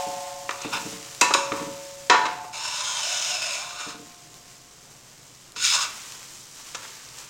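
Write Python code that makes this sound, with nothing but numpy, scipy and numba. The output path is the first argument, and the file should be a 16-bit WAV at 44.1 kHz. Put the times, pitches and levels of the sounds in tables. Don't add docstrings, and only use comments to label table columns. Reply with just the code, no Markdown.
import sys
import numpy as np
from scipy import signal
from scipy.fft import rfft, irfft
from scipy.io import wavfile
from scipy.ndimage import uniform_filter1d, minimum_filter1d
from numba import njit

SR = 44100
rng = np.random.default_rng(int(sys.argv[2]) if len(sys.argv) > 2 else 0)


def unload_wav(signal):
    wavfile.write(
        sys.argv[1],
        SR,
        np.round(np.clip(np.atleast_2d(signal).T, -1, 1) * 32767).astype(np.int16),
    )


N = 321489
T = np.arange(N) / SR

# f/Hz, level/dB
FLAME_SPECTRUM = [(20, -4), (42, -6.5), (65, -2.5), (95, -7), (125, 6), (155, 1.5), (200, -5), (330, -4),
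                  (500, -6), (1000, -10), (2000, -16.5), (6000, -30)]
# f/Hz, level/dB
FIZZ_SPECTRUM = [(1500, -17), (3500, -7), (4600, -3), (5600, 0), (7200, 0.5), (8300, -3.5), (9500, -10.5),
                 (12000, -14.5), (16000, -16.5)]
CRACKLE_SPECTRUM = [(300, -9), (700, -3), (1100, 4.5), (1700, 1.5), (2800, 3), (4000, -0.5), (5500, -13),
                    (9000, -24), (16000, -23)]
# peak t/s, level/dB
STIR_FLARES = [(0, -39), (.19, -62), (.75, -40.5), (1.55, -43.5), (3.6, -48.5), (5.8, -40.5), (6.6, -48),
               (6.85, -47.5), (7.15, -48)]
# f/Hz, level/dB, t60/s
BOWL_PAIRS = [
    [(556.7, -0.5, 3.22), (900, -6, 1.84)],
    [(710, -1.5, 3.56), (1061, -6.5, 3.6)],
    [(731.6, -0.5, 1.9), (872, -3, 2.07)],
]
# start t/s, damped from t/s, then starting level/dB of each pair
FREE_RINGS = [(0, 1.188, -32, -36, -30), (1.342, 2.098, -29, -45.5, -55), (2.098, 2.465, -48.5, -37, -29.5),
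              (3.62, 5.497, -65, -44.5, -56)]
# f/Hz, level/dB, t60/s
FRAME_MODES = [(113.1, -15.5, 0.45), (180, -4.5, 0.14), (232.6, -9.5, 0.36), (288.5, -1.5, 0.16),
               (318, -5.5, 0.29), (338.6, -12, .22), (410, -14, 0.21), (447.7, -3.5, 0.37), (536, -36, .12)]
# t/s, level/dB, gap to the first rebound/s, loss per rebound/dB
PAN_ROCKS = [(.066, -26.5, 0.057, 9), (.649, -20, 0.095, 7.5), (.854, -21.5, 0.067, 6),
             (1.212, -21, 0.16, 9), (1.517, -17, 0.093, 4), (2.098, -22, .139, 9), (3.866, -28.5, 0.077, 2),
             (5.564, -38.5, .07, 13)]
# t/s, level/dB, dull above f/Hz, favoured f/Hz, contact/s, pan ring up and stem down/dB
LADLE_BLOWS = [(0.492, -13.5, 2500, 1260, 0.00033, -8), (0.5093, -20, 5000, 1190, 0.00077, -4),
               (.617, -25, 9500, 5640, 0.0037, 2), (0.647, -14.5, 1320, 330, 0.0055, -10),
               (1.2118, 0.5, 12400, 2580, 0.0038, 8.5), (1.3063, -8.5, 1500, 1290, 0.0068, -6),
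               (1.338, -7, 14000, 2460, 0.0026, -13), (1.347, -5.5, 1770, 1110, 0.0044, -2),
               (1.5195, -13, 2380, 1290, 0.0028, 2.5), (1.574, -24.5, 1980, 1080, 0.0043, 10.5),
               (1.596, -25, 2100, 1220, 0.0029, -3), (2.0981, 4, 4100, 1520, 0.004, 9.5),
               (2.124, -8.5, 2200, 1820, .009, -5), (2.141, -6, 2000, 1060, 0.0087, -5),
               (2.175, -15, 2200, 980, 0.0051, 5), (2.254, -11, 3270, 950, 0.014, -2),
               (2.44, -24.5, 1400, 950, .012, -3), (3.7962, -23, 3460, 1360, 0.02, -2),
               (5.5618, -25.5, 5500, 1290, 0.002, 3), (5.843, -27.5, 2400, 1240, 0.012, 6.5),
               (6.7467, -19.5, 8000, 1410, 0.0084, 0), (6.829, -26.5, 2600, 1460, 0.028, -1.5)]
# f/Hz, level/dB, t60/s
PAN_MODES = [(335.3, -6.5, 0.26), (515.3, -8, 0.35), (738, -11, 0.32), (883, -7.5, 0.82), (947, -1, 0.38),
             (978, 4, .48), (1075, 0, .45), (1134, -3.5, .33), (1319, -8.5, .4), (1404, -11, .42),
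             (1462, -15, .38), (1626, -19, .4), (1793, -9, .36), (1818, -12, .3), (2046, -12, .35),
             (2562, -14, .3), (2637, -3.5, .24), (2840, -13, 0.42), (3456, -35.5, 0.55), (4000, -11, 0.52),
             (4130, -9, 0.28), (7440, -7, 0.37)]
STEM_MODES = [(2288, -12, .35), (2708, -9, .3), (3714, -6, .32), (3926, -6, .35), (4533, -14, .4),
              (5271, -5, .28), (5373, -8, .45), (5416, -3, .45), (6648, -2, .25), (6971, -1, .34),
              (8430, -10, .32), (8640, -9, .3)]
# f/Hz, level/dB
CLANG_SPECTRUM = [(100, -18), (320, 5), (700, -1), (1100, 2), (1500, -1), (1950, -1.5), (2600, -1),
                  (3200, -4.5), (3900, -2.5), (4700, -3), (6500, 0.5), (8300, -5.5), (10000, -16),
                  (16000, -25.5)]
# f/Hz, width/Hz, level/dB
RASP_BANDS = [(1448, 89, 2.5), (2394, 60, 0), (2714, 180, 4), (3604, 105, 5.5), (3870, 330, 1.5)]
EDGE_BANDS = [(5277, 230, 3), (6010, 230, -4.5), (6620, 720, -1), (8200, 120, -8)]
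# f/Hz, level/dB
BODY_SPECTRUM = [(200, -42), (330, 6), (480, -26), (580, 4.5), (720, -13.5), (820, -6), (985, 0),
                 (1120, -1), (1400, 0.5), (1750, -7.5), (2500, -32.5)]
GRIT_SPECTRUM = [(800, -28), (1700, 12), (4000, 16), (8300, -2), (9400, -22), (12000, -10), (16000, -4)]
# t/s, scratch f/Hz, pan drone f/Hz
CONTACT_PATH = [(.75, 2520, 950), (2.541, 2340, 960), (2.62, 2770, 950), (2.82, 2830, 1000),
                (2.85, 3250, 1020), (2.98, 3100, 1000), (3.05, 2840, 710), (3.19, 2960, 707),
                (3.26, 2850, 725), (3.55, 2470, 646), (3.75, 2380, 1234), (5.6, 3170, 1060),
                (5.74, 3750, 1010), (5.84, 2670, 1230)]
# multiple, level/dB
SCRATCH_PARTIALS = [(1, 5.5), (2, 0), (4, -20)]
# t/s, level/dB
NUDGE = [(0.59, -40), (0.646, -30), (0.71, -44), (0.734, -27), (0.76, -29), (0.785, -32)]
SWEEP = [(2.54, -31.5), (2.574, -33), (2.654, -30.5), (3.318, -28), (3.414, -32), (3.422, -27.5),
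         (3.5, -31.5), (3.532, -27.5), (3.662, -35.5), (3.778, -37), (3.804, -31.5), (3.868, -38.5),
         (3.904, -34), (3.96, -45.5)]
PUSH = [(5.57, -28.5), (5.578, -32.5), (5.652, -18), (5.684, -21), (5.756, -19), (5.78, -26), (5.83, -22),
        (5.91, -47)]
# pressure curve, meets the pan wall t/s, body/dB, body thin below f/Hz, scratch/dB, edge/dB
LADLE_STROKES = [(NUDGE, .72, -0.5, 820, 0.7, -23), (SWEEP, 2.53, -7.5, 555, 0, -2.06),
                 (PUSH, 5.72, -9, 770, -10, -1.2)]
# t/s, peak level/dB
LOUD_SPITS = [(1.1489, -24), (4.146, -33), (4.342, -29), (5.521, -28), (6.122, -22), (6.2298, -28),
              (7.0878, -26), (7.187, -22.5)]


def undb(db):
    return 10 ** (np.asarray(db) / 20)


def unit(x):
    return x / np.sqrt(np.mean(x ** 2))


def add(out, s, x):
    i = max(int(s * SR), 0)
    out[i:i + len(x)] += x[:max(N - i, 0)]


def convolve(x, response):
    return signal.fftconvolve(x, response)[:len(x)]


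def colour(x, spectrum, size=2048):
    hz, db = np.transpose(spectrum)
    shape_db = np.interp(np.log(np.arange(size // 2 + 1) * SR / size + 1), np.log(hz), db)
    cepstrum = irfft(np.log(undb(shape_db)))
    cepstrum[1:size // 2] *= 2
    cepstrum[size // 2 + 1:] = 0
    response = irfft(np.exp(rfft(cepstrum)))
    return convolve(x, response / np.linalg.norm(response))


def cut(x, hz, kind, order=2):
    return signal.sosfilt(signal.butter(order, min(hz, SR / 2 - 1000), kind, fs=SR, output="sos"), x)


def between(x, low_hz, high_hz):
    return cut(cut(x, low_hz, "high"), high_hz, "low")


@njit
def resonate(x, hz, width_hz):
    y, band_state, low_state = np.empty(len(x)), 0., 0.
    for i in range(len(x)):
        g, damping = np.tan(np.pi * hz[i] / SR), width_hz / hz[i]
        band = (band_state + g * (x[i] - low_state)) / (1 + g * (g + damping))
        band_state = 2 * band - band_state
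        low_state += 2 * g * band
        y[i] = damping * band
    return y


def resonances(x, bands, ratio):
    return sum(undb(db) * resonate(x, hz * ratio, float(width)) for hz, width, db in bands)


def fade(t, t60):
    return np.exp(-np.log(1000) * np.maximum(t, 0) / t60)


def ring(modes):
    t = T[:SR]
    y = sum((-1) ** k * undb(db) * fade(t, t60) * np.sin(2 * np.pi * hz * t)
            for k, (hz, db, t60) in enumerate(modes))
    return y / np.linalg.norm(y)


def walk(rate):
    knots = rng.standard_normal(4096)
    return np.interp(T * rate, np.arange(len(knots)), knots)


def grains(rate, spread_db):
    chance, size = rng.random(N), np.minimum(rng.exponential(size=N), 5)
    return unit((chance < rate / SR) * undb(spread_db * size) * rng.choice([-1, 1], N))


def burner(level_db=-55, flutter_db=1):
    rush = unit(colour(rng.standard_normal(N), FLAME_SPECTRUM, size=8192))
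    return rush * undb(level_db + flutter_db * walk(10))


def frying(rest_db, flare_db, t60, rise_s=0.098):
    flares = (undb(db + flare_db) * np.clip((T - s) / rise_s + 1, 0, 1) * fade(T - s, t60)
              for s, db in STIR_FLARES)
    return np.sqrt(undb(rest_db) ** 2 + sum(flare ** 2 for flare in flares))


def sizzle(flicker_db=1, pops_db=-20):
    fizz = unit(colour(grains(rate=7000, spread_db=3), FIZZ_SPECTRUM))
    pops = unit(between(grains(rate=37, spread_db=2), 1800, 6000))
    crackle = unit(colour(grains(rate=3000, spread_db=1), CRACKLE_SPECTRUM))
    fine = (fizz + undb(pops_db) * pops) * frying(rest_db=-52.5, flare_db=0, t60=5.37)
    coarse = crackle * frying(rest_db=-59, flare_db=-2, t60=2.8)
    return (fine + coarse) * undb(flicker_db * walk(25))


def ladle_bowl(damped_t60=0.82):
    out, t = np.zeros(N), T[:2 * SR]
    for s, damped_s, *levels_db in FREE_RINGS:
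        tone = sum(undb(pair_db + db) * fade(t, t60) * np.sin(2 * np.pi * hz * t)
                   for pair, pair_db in zip(BOWL_PAIRS, levels_db) for hz, db, t60 in pair)
        add(out, s, tone * fade(t - (damped_s - s), damped_t60))
    return out


def rocking_pan(bump_t60=0.093, bump_db=-15, strength_db=17, landings=4, gap_shrink=0.63):
    out, frame = np.zeros(N), ring(FRAME_MODES)
    for s, db, gap_s, loss_db in PAN_ROCKS:
        for k in range(landings):
            burst = rng.standard_normal(SR) * fade(T[:SR], bump_t60)
            bump = cut(cut(burst, 610, "low", order=4), 134, "high")
            add(out, s, undb(db + strength_db - k * loss_db) * (frame + undb(bump_db) * bump))
            s += gap_s * gap_shrink ** k
    return out


def ladle_knocks(crack_t60=0.029, wash_db=-44, wash_t60=0.75, pan_db=-12, ladle_db=-18.5,
                 hollow_db=6, favour_db=5, strength_db=17):
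    out, t, steady = np.zeros(N), T[:SR], np.ones(SR)
    for s, db, dull_hz, favoured_hz, contact_s, lean_db in LADLE_BLOWS:
        contact = fade(t - contact_s, crack_t60)
        contact /= np.linalg.norm(contact)
        wash = fade(t, wash_t60) * undb(wash_db)
        clang = colour(rng.standard_normal(SR) * np.hypot(contact, wash), CLANG_SPECTRUM)
        thin_hz = 677 * (dull_hz / 3410) ** 0.63
        pan = cut(cut(clang, thin_hz, "high", order=1), 270, "high")
        pan += undb(pan_db + lean_db) * ring(PAN_MODES)
        pan += undb(favour_db) * resonate(pan, favoured_hz * steady, width_hz=200.)
        ladle = ring(STEM_MODES) + undb(hollow_db) * resonances(clang, RASP_BANDS + EDGE_BANDS, steady)
        blow = cut(pan + undb(ladle_db - lean_db) * ladle, dull_hz, "low")
        add(out, s, undb(db + strength_db) * blow)
    return out


def stick_slip(judder_db=1.5, scratch_width_hz=240., drone_db=-2, pan_db=-9, stem_db=-11, grit_db=-7):
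    slips = grains(rate=5000, spread_db=1.5) * undb(judder_db * walk(110))
    when, *pitches = np.transpose(CONTACT_PATH)
    scratch_hz, drone_hz = (np.interp(T, when, hz) for hz in pitches)
    waver = 1 + .016 * walk(16)
    rasp = unit(between(resonances(slips, RASP_BANDS, waver), 1000, 4600))
    scratch = sum(undb(db) * resonate(slips, k * scratch_hz, k * scratch_width_hz)
                  for k, db in SCRATCH_PARTIALS)
    scratch = unit(cut(cut(scratch, 1800, "high"), 9400, "low", order=1))
    body = unit(colour(slips, BODY_SPECTRUM))
    body += undb(drone_db) * unit(resonate(slips, drone_hz, width_hz=70.))
    body += undb(pan_db) * convolve(slips, ring(PAN_MODES))
    edge = unit(between(resonances(slips, EDGE_BANDS, waver), 5040, 7100))
    edge += undb(stem_db) * convolve(slips, ring(STEM_MODES))
    edge += undb(grit_db) * colour(grains(rate=1000, spread_db=0.5), GRIT_SPECTRUM)
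    return rasp, scratch, body, unit(edge)


def ladle_scrapes(rasp_db=-7, scratch_db=-3, body_db=-2, ramp_s=0.015, wall_rise_s=0.022):
    out = np.zeros(N)
    rasp, scratch, body, edge = stick_slip()
    for pressure, meets_wall_s, wall_db, thin_hz, bite_db, edge_db in LADLE_STROKES:
        s, db = np.transpose(pressure)
        level_db = np.interp(T, s, db)
        touching = np.clip(np.minimum(T - s[0], s[-1] - T) / ramp_s + 1, 0, 1)
        at_wall = np.clip((T - meets_wall_s) / wall_rise_s + .5, 0, 1)
        wall = at_wall * unit(cut(body, thin_hz, "high", order=4))
        eased_db = db.max() - level_db
        stroke = (undb(rasp_db) * rasp
                  + undb(edge_db - 0.38 * eased_db) * edge
                  + undb(scratch_db + bite_db - 2 * eased_db) * scratch
                  + undb(body_db + wall_db + 0.13 * eased_db) * wall)
        out += touching * undb(level_db) * stroke
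    return out


def oil_spits(pop_t60=0.0021):
    out, t = np.zeros(N), T[:SR // 20]
    for s, db in LOUD_SPITS:
        pop = between(rng.standard_normal(len(t)) * fade(t, pop_t60), 2800, 7500)
        add(out, s, undb(db) * pop / np.abs(pop).max())
    return out


def garage(x, t60=0.46, treble_t60=0.19, tail_db=-9, first_echo_s=0.0017, build_s=0.011):
    t, noise = T[:SR], rng.standard_normal(SR)
    low = cut(noise, 2400, "low", order=1)
    tail = low * fade(t, t60) + (noise - low) * fade(t, treble_t60)
    tail *= np.clip((t - first_echo_s) / build_s, 0, 1)
    return x + undb(tail_db) * convolve(x, tail / np.linalg.norm(tail))


def scene():
    pan = ladle_knocks() + rocking_pan() + ladle_scrapes() + sizzle() + oil_spits()
    sound = garage(pan) + ladle_bowl() + burner()
    return np.array([sound, sound])


def record(dry, ceiling=.79, top_hz=15900):
    span = SR // 200
    gain = ceiling / np.maximum(np.abs(dry).max(axis=0), ceiling)
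    gain = uniform_filter1d(minimum_filter1d(gain, span), span)
    return signal.sosfilt(signal.ellip(10, .2, 80, top_hz, fs=SR, output="sos"), dry * gain)


dry = scene()
out = record(dry)
unload_wav(out)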